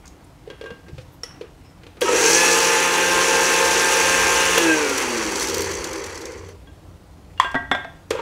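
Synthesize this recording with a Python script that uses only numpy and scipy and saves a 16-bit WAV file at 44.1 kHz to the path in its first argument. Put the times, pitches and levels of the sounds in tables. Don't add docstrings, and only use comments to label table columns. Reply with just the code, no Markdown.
import sys
import numpy as np
from scipy import signal
from scipy.fft import rfft, irfft
from scipy.io import wavfile
from scipy.ndimage import uniform_filter1d

SR = 44100
rng = np.random.default_rng(int(sys.argv[2]) if len(sys.argv) > 2 else 0)


def inscribe(sig):
    pcm = np.round(np.clip(np.atleast_2d(sig).T, -1, 1) * 32767)
    wavfile.write(sys.argv[1], SR, pcm.astype(np.int16))


def natural_amplitude(level_db):
    exponent = np.asarray(level_db, float) / 20
    return 10 ** exponent


N = 362278

POWER_ON_S, POWER_OFF_S = 2.0, 4.584
TOP_HZ = 176.9
# (frequency [Hz], width [Hz], level [dB])
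GLASS = [(5740, 22, 3), (6240, 25, -2.5), (6680, 15, 0), (7420, 70, -9), (7630, 120, -4), (8585, 160, -6.5),
         (9600, 310, -11), (11230, 130, -3), (12000, 60, -2), (12800, 130, -10), (13200, 150, -6),
         (13900, 120, -16)]


def evened(x):
    return x / np.sqrt(np.mean(x ** 2) + 1e-20)


def read(points, hz):
    f, value = np.transpose(points)
    return np.interp(np.log(hz + 1), np.log(f + 1), value)


def add(mix, s, sound):
    part = mix[round(s * SR):][:len(sound)]
    part += sound[:len(part)]


def wander(hz):
    return evened(np.interp(np.arange(N) * min(hz, 45) / SR, np.arange(400), rng.standard_normal(400)))


def coloured(x, gain):
    size = 2 ** 19
    return irfft(rfft(x, size) * gain(np.fft.rfftfreq(size, 1 / SR)))[:len(x)]


def peaks(modes, hz):
    return sum(natural_amplitude(db) / np.sqrt(1 + (2 * (hz - f) / w) ** 2) for f, w, db in modes)


def patchy(gain, patchy_db, flicker_db, size=512):
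    frames, hz = 4 * N // size + 5, np.fft.rfftfreq(size, 1 / SR)
    a, b, patches = rng.standard_normal((frames, len(hz), 3)).T
    patches = uniform_filter1d(patches, size=6, axis=0)
    patches = evened(uniform_filter1d(patches, size=20, axis=1))
    z = (a + 1j * b) * natural_amplitude(patchy_db * patches + flicker_db * rng.standard_normal(frames))
    noise = signal.istft(z, nperseg=size, noverlap=3 * size // 4)[1][:N]
    return evened(coloured(noise, gain))


def ring(modes, lift_db=0., rise_ms=0.35):
    t = np.arange(SR // 2) / SR
    hz, db, t60 = np.transpose(modes)[:, :, None]
    damped = natural_amplitude(db + lift_db - 60 * t / t60) * np.sin(2 * np.pi * hz * t)
    x = damped.sum(0) * (1 - np.exp(-1000 * t / rise_ms))
    return x / abs(x).max()


def band_passed(x, lo_hz, hi_hz):
    band = signal.butter(2, np.clip([lo_hz, hi_hz], 50, 18000), "band", fs=SR)
    return signal.lfilter(*band, x)


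def crack(ms, lo_hz, hi_hz, rise_ms=0.034):
    t = np.arange(6000) / SR
    envelope = np.exp(-1000 * t / ms) * (1 - np.exp(-1000 * t / rise_ms))
    x = band_passed(rng.standard_normal(6000) * envelope, lo_hz, hi_hz)
    return x / abs(x).max()


def shaft():
    spin_up_s, spin_up_bend = .165, 1.8
    creep_hz, creep_s = 9.5, .5
    stop_s, brake_bend, brake_lead_s = 6.585, .21, .04
    t = np.arange(N) / SR
    on = np.maximum(t - POWER_ON_S, 0)
    free = np.clip((t - POWER_OFF_S + brake_lead_s) / (stop_s - POWER_OFF_S + brake_lead_s), 0, 1)
    driven = TOP_HZ * (1 - .8 * np.exp(-(on / spin_up_s) ** spin_up_bend)) - creep_hz * np.exp(-on / creep_s)
    braked = driven * (1 - free) * (1 - brake_bend * free)
    hz = abs(uniform_filter1d(braked, size=1500)) * (on > 0)
    return hz, np.cumsum(hz * (1 + 0.0012 * wander(30))) / SR


def churning():
    # (time [s], level [dB])
    churn = [
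        (2.1, 1),
        (2.31, 4),
        (2.55, 2),
        (2.86, -1),
        (3.3, 0),
        (3.88, 0.5),
        (4.5, 0),
        (5.6, 2.5),
        (6.4, -0.5),
    ]
    s, db = np.transpose(churn)
    return np.interp(np.arange(N) / SR, s, db)


def effort(speed_db, churn_db, full_db, lost_db, loss, power, churn):
    return full_db + lost_db * loss + power * speed_db + churn * churn_db


def start_jolt():
    jolt_db, jolt_s, wait_s = 11, 0.034, 0.021
    on = np.arange(N) / SR - POWER_ON_S - wait_s
    since = np.maximum(on, 0) / jolt_s
    return on, jolt_db * np.sqrt(since) * np.exp(.5 - .5 * since)


def blend(slow, fast, late):
    return np.sqrt(1 - slow) * fast + np.sqrt(slow) * late


def rumble():
    # (frequency [Hz], width [Hz], level [dB])
    housing = [(254, 22, -8), (330.4, 11.4, 2.5), (391.8, 27, 4), (463.4, 5.5, 1.5), (481, 20, -4.5),
               (521, 25, 3.5), (606, 13, 1)]

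    def gain(hz):
        edges = (1 + (164 / (hz + 1)) ** 12) * (1 + (hz / 532) ** 12)
        return peaks(housing, hz) ** 1.62 / np.sqrt(edges)
    return patchy(gain, 1.2, 1.2, size=1024)


def whir(slow):
    # (frequency [Hz], density [dB per Hz])
    air_fast = [(320, -22), (550, -4), (646, -10), (871, -1.5), (1140, -3.5), (1490, -3), (1610, 0),
                (1870, -8), (2750, -2), (4200, -10), (5460, -51), (9240, -120)]
    # (frequency [Hz], density [dB per Hz])
    air_late = [(320, -42), (550, -14), (658, -13), (827, -3.5), (981, -0.5), (1270, -6), (1380, -4.5),
                (1870, -5), (2040, -3), (2820, -12), (3510, -23), (4200, -24), (5460, -15), (9240, -120)]
    # (frequency [Hz], width [Hz], lift [dB])
    cavities = [(874, 160, 3.5), (1640, 36, -15), (1986, 230, 7.5), (2400, 46, -14), (2560, 250, -2.5)]
    fast = patchy(lambda hz: natural_amplitude(read(air_fast, hz)) * (1 + peaks(cavities, hz)), 1.0, 0.71)
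    late = patchy(lambda hz: natural_amplitude(read(air_late, hz)), 0.95, 2.1)
    return blend(slow, fast, late)


def crumb_skids(sweep):
    skid_s, hits_per_s = 0.0016, 900
    size = natural_amplitude(6.6 * np.minimum(rng.exponential(1, N), 3))
    clicks = size * (rng.random(N) < hits_per_s / SR * sweep)
    skid = np.exp(-np.arange(400) / SR / skid_s)
    return signal.oaconvolve(clicks, skid)[:N] * rng.standard_normal(N)


def grind_and_spray(slow, turns):
    # (frequency [Hz], density [dB per Hz])
    grind_fast = [(1940, -50), (3300, -3), (3590, -24), (3790, -5.5), (4680, -1), (5050, -4), (5610, 0.5),
                  (6320, 1.5), (6850, -2), (7550, -6), (8250, -8), (9500, -17.5), (12400, -45),
                  (20900, -120)]
    # (frequency [Hz], density [dB per Hz])
    grind_late = [(1940, -25), (3300, 1.5), (3650, -12), (4520, 4.5), (5180, -9), (5970, 5), (6790, -4),
                  (7550, -5), (9090, -15), (9500, -18), (12400, -47), (20900, -120)]
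    # (frequency [Hz], density [dB per Hz])
    spray_air = [(5000, -50), (8500, 0), (10300, 8), (11700, -4)]
    depth = np.clip(0.012 + 0.3 * slow, 0, 1)
    sweep = 1 + depth * np.cos(2 * np.pi * turns + 0.63 * wander(20.0))
    clicks = crumb_skids(sweep)
    treble = []
    for colour, between, share in ((grind_fast, .8, .3), (grind_late, .9, .6), (spray_air, .3, .3)):
        gain = lambda hz: natural_amplitude(read(colour, hz)) * (between + peaks(GLASS, hz))
        steady = patchy(gain, 1.0, 2.35, size=256)
        treble.append(evened(sweep * (steady + share * evened(coloured(clicks, gain)))))
    fast, late, spray = treble
    return blend(slow, fast, late), spray


def motor(state, turns):
    # (full-speed level [dB], change without current [dB], power of speed [1], churn share [1], slop share [1])
    noise_layers = [
        (-26.5, 4, 0.62, 0.67, 0.68),
        (-18.5, -2.5, 1, 0.086, 0.98),
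        (-24, -6.5, 0.96, 1.6, 0.81),
        (-33.5, -6.5, 1.22, 1.1, 3.3),
    ]
    # (time [s], lift [dB])
    slops = [
        (2.01, 7.3),
        (4.977, 3.4),
        (5.42, 3.4),
        (6.487, 6.3),
    ]
    slop_s, loss_s = 0.028, 0.13
    t = np.arange(N) / SR
    slow = np.clip((t - POWER_OFF_S) / 1.2, 0, 1)
    on, jolt_db = start_jolt()
    low = rumble() * np.clip(on / .012, 0, 1) * natural_amplitude(jolt_db)
    air = whir(slow) * natural_amplitude(0.31 * jolt_db)
    grind, spray = grind_and_spray(slow, turns)
    loss = 1 - np.exp(-np.maximum(t - POWER_OFF_S, 0) / loss_s)
    slop_db = sum(db * (t > s) * np.exp(-np.maximum(t - s, 0) / slop_s) for s, db in slops)
    out = np.zeros(N)
    sounds = (natural_amplitude(-4.0) * low, natural_amplitude(-3.0) * air, grind, spray)
    for (full_db, lost_db, power, churn, slop), x in zip(noise_layers, sounds):
        out += natural_amplitude(effort(*state, full_db, lost_db, loss, power, churn) + slop * slop_db) * x
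    return (t > 2.008) * out


def dips(hz):
    # (frequency [Hz], width [Hz], depth [0-1])
    dead_spots = [(498, 13, 0.8), (410, 30, 0.5), (1663, 40, 0.7), (1460, 45, .3), (1254, 68, 0.3),
                  (1768, 14, 0.26), (960, 46, 0.4), (775, 85, .7)]
    notches = [1 - np.clip(depth, 0, 1) / (1 + (2 * (hz - f) / w) ** 2) for f, w, depth in dead_spots]
    return np.prod(notches, axis=0)


def whine(state, turns):
    # (multiple of shaft speed [1], powered level [dB], coasting level [dB])
    orders = [(1, -17.5, -13.5), (1.5, -22, -29), (2, -14.5, 0), (2.5, -12.5, -53), (3, -5, 3),
              (4, -15.5, -8.5), (5, -5, -21), (6, -6.5, -33), (7, -7, -15), (8, -11, -21), (9, -12.5, -22),
              (10, -5.5, -2), (11, -42, -16), (13, -12, -39), (14, -14, -29), (15, -13, -15.5),
              (16, -11, -9.5), (20, -11.5, -20)]
    # (full-speed level [dB], change once free [dB], delay [s], power of speed [1], churn share [1])
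    tone_groups = [
        (-25.5, -10.5, 0.17, 2.2, 0.58),
        (-25.5, -1.5, 0.11, 2.5, 0.11),
    ]
    # (multiple of shaft speed [1], level [dB])
    sidebands = [(1, -24), (2, -9)]
    # (frequency [Hz], width [Hz], lift [dB])
    lifts = [(325, 35, 3), (516, 3.8, -1), (1588, 14.6, 12), (1713, 26, 0.5), (2540, 28, 4), (253, 20, -1),
             (454, 24, 5), (1674, 21, 0), (1690, 30, -10), (864, 14, -0.5), (2584, 12, 16)]
    mains_beat_hz, loss_s, break_up_db = 118.8, 0.083, 1.2
    t = np.arange(N) / SR
    coasting = np.clip((t - POWER_OFF_S) / 0.063, 0, 1)
    levels = []
    for full_db, lost_db, wait, power, churn in tone_groups:
        loss = 1 - np.exp(-np.maximum(t - POWER_OFF_S - wait, 0) / loss_s)
        levels.append(effort(*state, full_db, lost_db, loss, power, churn))
    low_db, high_db = levels
    tones = np.zeros(N)
    for k, on, off in orders:
        level = (low_db if k < 4.5 else high_db) + on + (off - on) * coasting
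        waver = (1.5 + break_up_db * coasting) * wander(14)
        tones += natural_amplitude(level + waver) * np.cos(2 * np.pi * (k * turns + rng.random()))
    for k, db in sidebands:
        beat = np.cos(2 * np.pi * (k * turns + mains_beat_hz * t))
        tones += (1 - coasting) * natural_amplitude(low_db + db + 3.5 * wander(15)) * beat
    return coloured(tones, lambda hz: (1 + peaks(lifts, hz)) * dips(hz))


def ticks():
    # (time [s], peak [dB], brightness [dB])
    bits = [(4.9497, -25, -15), (4.979, -4.5, -30), (5.356, -8, -27), (5.3963, -8, -16), (5.418, -10, -25),
            (5.3184, -11.5, -20), (5.368, -12, -17), (5.407, -11, -18), (5.427, -7, -20), (5.441, -13, -20),
            (5.451, -19, -20), (5.485, -11, -18), (5.497, -10, -18), (5.555, -23, -18), (5.569, -16, -18),
            (5.647, -19, -20), (5.69, -21, -26), (5.731, -24, -22), (5.8058, -27, -18), (5.9605, -22, -24),
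            (5.98, -24, -24), (6.062, -19, -22), (6.2145, -22, -18), (6.3546, -34, -22), (6.39, -41, -24),
            (4.846, -10, -27), (4.8949, -11, -18), (4.9213, -20, -20), (5.1782, -13, -22),
            (5.471, -12, -18), (5.5425, -7.5, -16), (5.5802, -13, -12), (5.6056, -13.5, -13),
            (5.6185, -10.5, -16), (5.7135, -10.5, -21), (5.8418, -10, -20.5), (5.931, -15.5, -19),
            (6.04, -14.5, -27), (6.1038, -23, -29), (6.1446, -22, -27), (6.1754, -16, -27),
            (6.2076, -26, -19), (6.254, -16, -22), (6.3191, -27, -23), (6.3769, -32, -27),
            (6.4862, -36, -16), (0.068, -32, -30), (4.5794, -10, -5.5), (8.105, -13.5, -14),
            (0.0558, -31, -21), (0.077, -27, -23), (7.5143, -29, -29)]
    out = np.zeros(N)
    for s, peak_db, bright_db in bits:
        body = crack(3.9, 3700, 7200, 1.0)
        bright = crack(3.7, 5500, 14400, 0.88)
        add(out, s, natural_amplitude(peak_db - 9.5) * (body + natural_amplitude(bright_db + 9.5) * bright))
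    return coloured(out, lambda hz: 1.02 + peaks(GLASS, hz))


def touches():
    # (time [s], tick level [dB], base thud level [dB])
    contacts = [(0.475, -40, -28), (0.501, -28, -30), (0.6116, -29, -28), (0.6394, -30, -26.5),
                (0.6593, -28, -31), (0.704, -31, -30.5), (0.883, -33, -39), (0.981, -29.5, -36),
                (1.411, -27, -24), (2.0164, -8.5, -18), (4.5776, -2.5, -12), (6.6722, -54, -61),
                (8.1073, -10.5, -12), (8.1501, -27, -23), (8.1914, -26, -24), (1.834, -32, -46),
                (6.487, -35, -42), (1.866, -32.5, -40), (1.97, -37, -42.5), (7.376, -34, -70)]
    # (frequency [Hz], level [dB], t60 [s])
    base = [(355, -6.5, 0.15), (417, -1.5, 0.076), (450, 5, 0.066), (473.3, -1.5, 0.16), (518, 2.5, 0.1)]
    out = np.zeros(N)
    for s, tick_db, thud_db in contacts:
        uneven_db = 4.7 * rng.standard_normal((len(base), 1))
        add(out, s, natural_amplitude(thud_db + 1.5) * ring(base, uneven_db, rise_ms=3.4))
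        add(out, s, natural_amplitude(tick_db - 4) * crack(8.9, 800, 3640))
    return out


def rim_taps():
    # (frequency [Hz], level [dB], t60 [s])
    rim_low = [(1597, 12, 0.26), (1106, 10, 0.056)]
    rim_middle = [(2810, 3, 0.16), (4500, -21, .08), (4330, -10, .05)]
    rim_high = [(3310, 23, 0.12), (3520, -26, .05)]
    # (low modes [dB], middle modes [dB], high modes [dB])
    spots = [
        (1, -10, -1.5),
        (1.5, -13, -18),
        (-24, -3, -18),
    ]
    # (time [s], level [dB])
    blows = [
        [(0.5013, -53.5), (0.6114, -54), (2.0183, -37.5), (6.6722, -61), (8.1065, -49)],
        [(0.6394, -55), (0.6594, -46.5), (0.7048, -46), (0.864, -60), (8.1918, -50)],
        [(4.5794, -29), (7.377, -48)],
    ]
    out = np.zeros(N)
    for taps, spot_db in zip(blows, spots):
        rim = sum(natural_amplitude(db) * ring(modes) for db, modes in zip(spot_db, (rim_low, rim_middle, rim_high)))
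        for s, db in taps:
            add(out, s, natural_amplitude(db + 13.5) * rim)
    return out


def counter_knocks():
    # (time [s], peak [dB], frequency [Hz])
    bumps = [
        (0.716, -36, 195),
        (0.932, -28, 140),
        (0.985, -28.5, 125.6),
        (7.547, -25, 131),
    ]
    # (time [s], peak [dB], frequency [Hz], t60 [s])
    knocks = [(7.846, -31.5, 680, .12), (8.152, -30, 980, .03), (8.19, -25, 940, .04),
              (8.152, -22, 520, 0.045), (2.02, -13, 470, 0.077), (2.088, -13, 483, .1),
              (2.128, -12.5, 446, .06), (2.152, -14.5, 470, .07), (2.182, -15, 490, 0.084),
              (2.24, -15.5, 440, 0.11), (2.3, -13.5, 470, .06), (7.56, -18, 1925, 0.092),
              (7.448, -28.5, 690, 0.21)]
    out = np.zeros(N)
    for s, peak_db, hz in bumps:
        add(out, s, natural_amplitude(peak_db) * ring([(hz, 0, .1)], rise_ms=0.48))
    for s, peak_db, hz, t60 in knocks:
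        add(out, s, natural_amplitude(peak_db) * ring([(hz, 0, t60)], rise_ms=3.2))
    return out


def switch():
    # (frequency [Hz], level [dB], t60 [s])
    plate = [(940, 7, 0.15), (1286, 9, 0.11), (1650, -1, 0.15), (1870, -3, 0.15), (2250, -18, .08)]
    # (time [s], peak [dB])
    closures = [
        (2.018, -26),
        (2.055, -17),
        (2.079, -13),
    ]
    out = np.zeros(N)
    for s, peak_db in closures:
        uneven_db = 1.6 * rng.standard_normal((len(plate), 1))
        add(out, s, natural_amplitude(peak_db) * ring(plate, uneven_db, rise_ms=1.6))
    return out


def finger_ring():
    # (frequency [Hz], level [dB], t60 [s])
    glass_modes = [(470, 16, 0.094), (1310, 13, 0.044), (1960, 15, 0.081), (2700, 0, 0.19),
                   (2960, -6, 0.37), (3332, -4, 0.22), (5540, 32, 0.028), (6050, -4, 0.52),
                   (6850, -20, 0.26), (10200, 10, 0.04), (13600, 5, 0.02)]
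    # (time [s], peak [dB])
    strikes = [
        (1.234, -17),
    ]
    out = np.zeros(N)
    for s, peak_db in strikes:
        add(out, s, natural_amplitude(peak_db) * ring(glass_modes))
        add(out, s, natural_amplitude(peak_db - 9.5) * crack(9.4, 570, 6400))
    return out


def lid_slap():
    # (frequency [Hz], level [dB], t60 [s])
    lid = [(1046, 10, 0.018), (1040, -32, 0.15), (1880, 5, 0.011), (2200, -8, 0.019), (3170, -12, 0.026),
           (3380, -13, 0.049), (5900, -21, 0.013), (7500, -18, 0.013)]
    # (time [s], peak [dB])
    slaps = [
        (7.399, 1),
    ]
    out = np.zeros(N)
    for s, peak_db in slaps:
        add(out, s, natural_amplitude(peak_db) * ring(lid, rise_ms=2.0))
        add(out, s, natural_amplitude(peak_db - 14.5) * crack(1.9, 1250, 7800))
        add(out, s, natural_amplitude(peak_db - 21.5) * crack(33.0, 1000, 2800))
    return out


def dish_clatter():
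    # (frequency [Hz], t60 [s], rim-struck level [dB], foot-struck level [dB], flat-struck level [dB])
    dish = [(272, 0.087, -22, 11, 1), (380, 0.082, -6, 3, -2.5), (704, 0.17, -4, 6, -4.5),
            (864, 0.09, -15.5, 3, -3), (925.6, 0.15, -22, 0, -15), (1120, 0.13, -20, 3, -14),
            (1245, .13, -23, -17, -14), (1598, 0.35, 5, 6, -1.5), (1944, 0.17, -10, -16, -3),
            (1874, 0.088, -16, 5, 1), (2140, 0.069, -14, -7, 1.5), (2790, 0.17, -4, -32, -24),
            (3340, 0.11, -2, -8, -5), (3524, 0.063, -10, -5, 3), (5360, 0.18, -32, -30, -23),
            (7540, 0.091, -31.5, -34, -26), (7970, 0.11, -34, -32, -25), (10200, 0.075, -36, -42, -26)]
    # (time [s], peak [dB], chatter [dB])
    blows = [
        [(7.446, -12, -8)],
        [(7.544, -18, 4.5), (7.552, -6, -6.5), (7.846, -31.5, 7)],
        [(7.714, -1.5, -3), (7.749, -15, 2.5)],
    ]
    out = np.zeros(N)
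    hz, t60, *spots_db = np.transpose(dish)
    for hits, spot_db in zip(blows, spots_db):
        modes = np.transpose([hz, spot_db, t60])
        for s, peak_db, chatter_db in hits:
            add(out, s, natural_amplitude(peak_db - 5) * ring(modes))
            add(out, s, natural_amplitude(peak_db - 44) * crack(1.5, 600, 5800))
            add(out, s, natural_amplitude(peak_db + chatter_db) * crack(5.2, 560, 1470))
    return out


def rubs():
    # (start [s], end [s], starting level [dB], change [dB/s])
    strokes = [
        (.03, .2, -49.5, -68),
        (0.458, 0.702, -61, 40),
        (.72, 1.12, -63, -38),
        (1.24, 1.5, -50, -39),
        (1.56, 1.998, -74, 39),
        (8.108, 8.21, -34, -70),
    ]
    # (frequency [Hz], density [dB per Hz])
    friction = [(150, -32), (250, 1), (458, -44), (664, -2.5), (1470, -2), (1620, -2), (1890, -6),
                (2830, -8.5), (14000, -67)]
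    slips = rng.standard_normal(N) * natural_amplitude(3.7 * wander(45)) * (0.42 + 2.0 * (rng.random(N) < .02))
    slips = evened(coloured(slips, lambda hz: natural_amplitude(read(friction, hz))))
    t = np.arange(N) / SR
    envelope = np.zeros(N)
    for a, b, db, db_per_s in strokes:
        fades = np.clip((t - a) / 0.012, 0, 1) * np.clip((b + 0.063 - t) / 0.075, 0, 1)
        envelope += natural_amplitude(db + db_per_s * np.clip(t - a, 0, b - a)) * fades
    return slips * envelope


def rustles():
    # (start [s], end [s], level [dB], low edge [Hz], high edge [Hz])
    swishes = [(.86, 1.08, -62, 1990, 6500), (1.582, 1.63, -60, 500, 1300), (.24, .255, -57, 7500, 10500),
               (1.09, 1.19, -67, 11000, 15500), (1.58, 1.758, -68, 5050, 5400),
               (1.583, 1.72, -61, 1900, 3200), (1.87, 1.99, -62, 1800, 4500),
               (1.962, 1.975, -66, 10000, 11000), (7.514, 7.522, -47, 2500, 8000)]
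    out = np.zeros(N)
    for a, b, db, lo_hz, hi_hz in swishes:
        grain = rng.standard_normal(SR // 2) * natural_amplitude(4.4 * wander(38)[:SR // 2])
        size = int((b - a) * SR)
        swish = evened(band_passed(grain, lo_hz, hi_hz))[:size]
        add(out, a, natural_amplitude(db) * swish * np.sqrt(np.hanning(size)))
    return out


def kitchen(x):
    # (frequency [Hz], t60 [s])
    decay = [(125, 0.66), (500, 0.41), (2000, 0.48), (6000, 0.38), (14000, 0.39)]
    taps = np.zeros(SR // 2)
    at = np.arange(200, len(taps) - 20, 20)
    taps[at + rng.integers(0, 20, len(at))] = rng.choice([-1., 1.], len(at))
    hz, t, z = signal.stft(taps, SR, nperseg=256)
    fall = natural_amplitude(-60 * t / read(decay, hz)[:, None])
    tail = signal.istft(z * fall, SR, nperseg=256)[1]
    return signal.fftconvolve(x, tail / np.linalg.norm(tail))[:N]


def background():
    # (frequency [Hz], density [dB per Hz])
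    air_floor = [(12, -49), (20, -20), (43, -6.5), (86, -10.5), (123, -9), (187, -9.5), (210, -20.5),
                 (293, -10.5), (367, -18.5), (660, -22), (718, -21), (1810, -32.5), (1960, -32),
                 (8650, -42), (16000, -50)]
    # (peak time [s], level [dB], rise [dB/s], fall [dB/s])
    swells = [
        (.94, -34, 85, 130),
        (2.15, -43, 54, 70),
        (4.28, -32, 18.5, 31),
        (5.46, -36.5, 38, 4.5),
        (8.21, -59, 37, 30),
    ]
    air_db, drone_db = -45.5, -47.5
    air = natural_amplitude(air_db - 1.5) * patchy(lambda hz: natural_amplitude(read(air_floor, hz)), 1.3, 0.8, size=1024)

    def drone_gain(hz):
        modes = [(61.4, 16.0, -3.5), (89.0, 6.1, -3)]
        return peaks(modes, hz) ** 2 / (1 + (45 / (hz + 1)) ** 8)
    drone = patchy(drone_gain, 0., 0., size=1024)
    t = np.arange(N) / SR
    swell = natural_amplitude(drone_db)
    for s, db, rise, fall in swells:
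        swell = swell + natural_amplitude(db - np.maximum(rise * (s - t), fall * (t - s)))
    return air + natural_amplitude(-8.0) * swell * drone


def scene():
    speed, turns = shaft()
    state = 20 * np.log10(speed / TOP_HZ + 0.00045), churning()
    tones = whine(state, turns)
    handling = touches() + rim_taps() + counter_knocks() + switch() + finger_ring()
    hits = ticks() + handling + lid_slap() + dish_clatter() + rubs() + rustles()
    wet = kitchen(natural_amplitude(-8.5) * hits + natural_amplitude(-15.0) * tones)
    return (motor(state, turns) + hits + tones + wet + background())[None]


def top_cut(x):
    return signal.sosfilt(signal.butter(12, 16540, fs=SR, output="sos"), x)


def record(dry):
    edge_hz = 15760
    low_pass = signal.firwin(1201, edge_hz, window=("kaiser", 9), fs=SR)
    limited = signal.oaconvolve(np.clip(dry, -1, 1), low_pass[None], "same")
    return top_cut(limited)


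dry = scene()
out = record(dry)
inscribe(out)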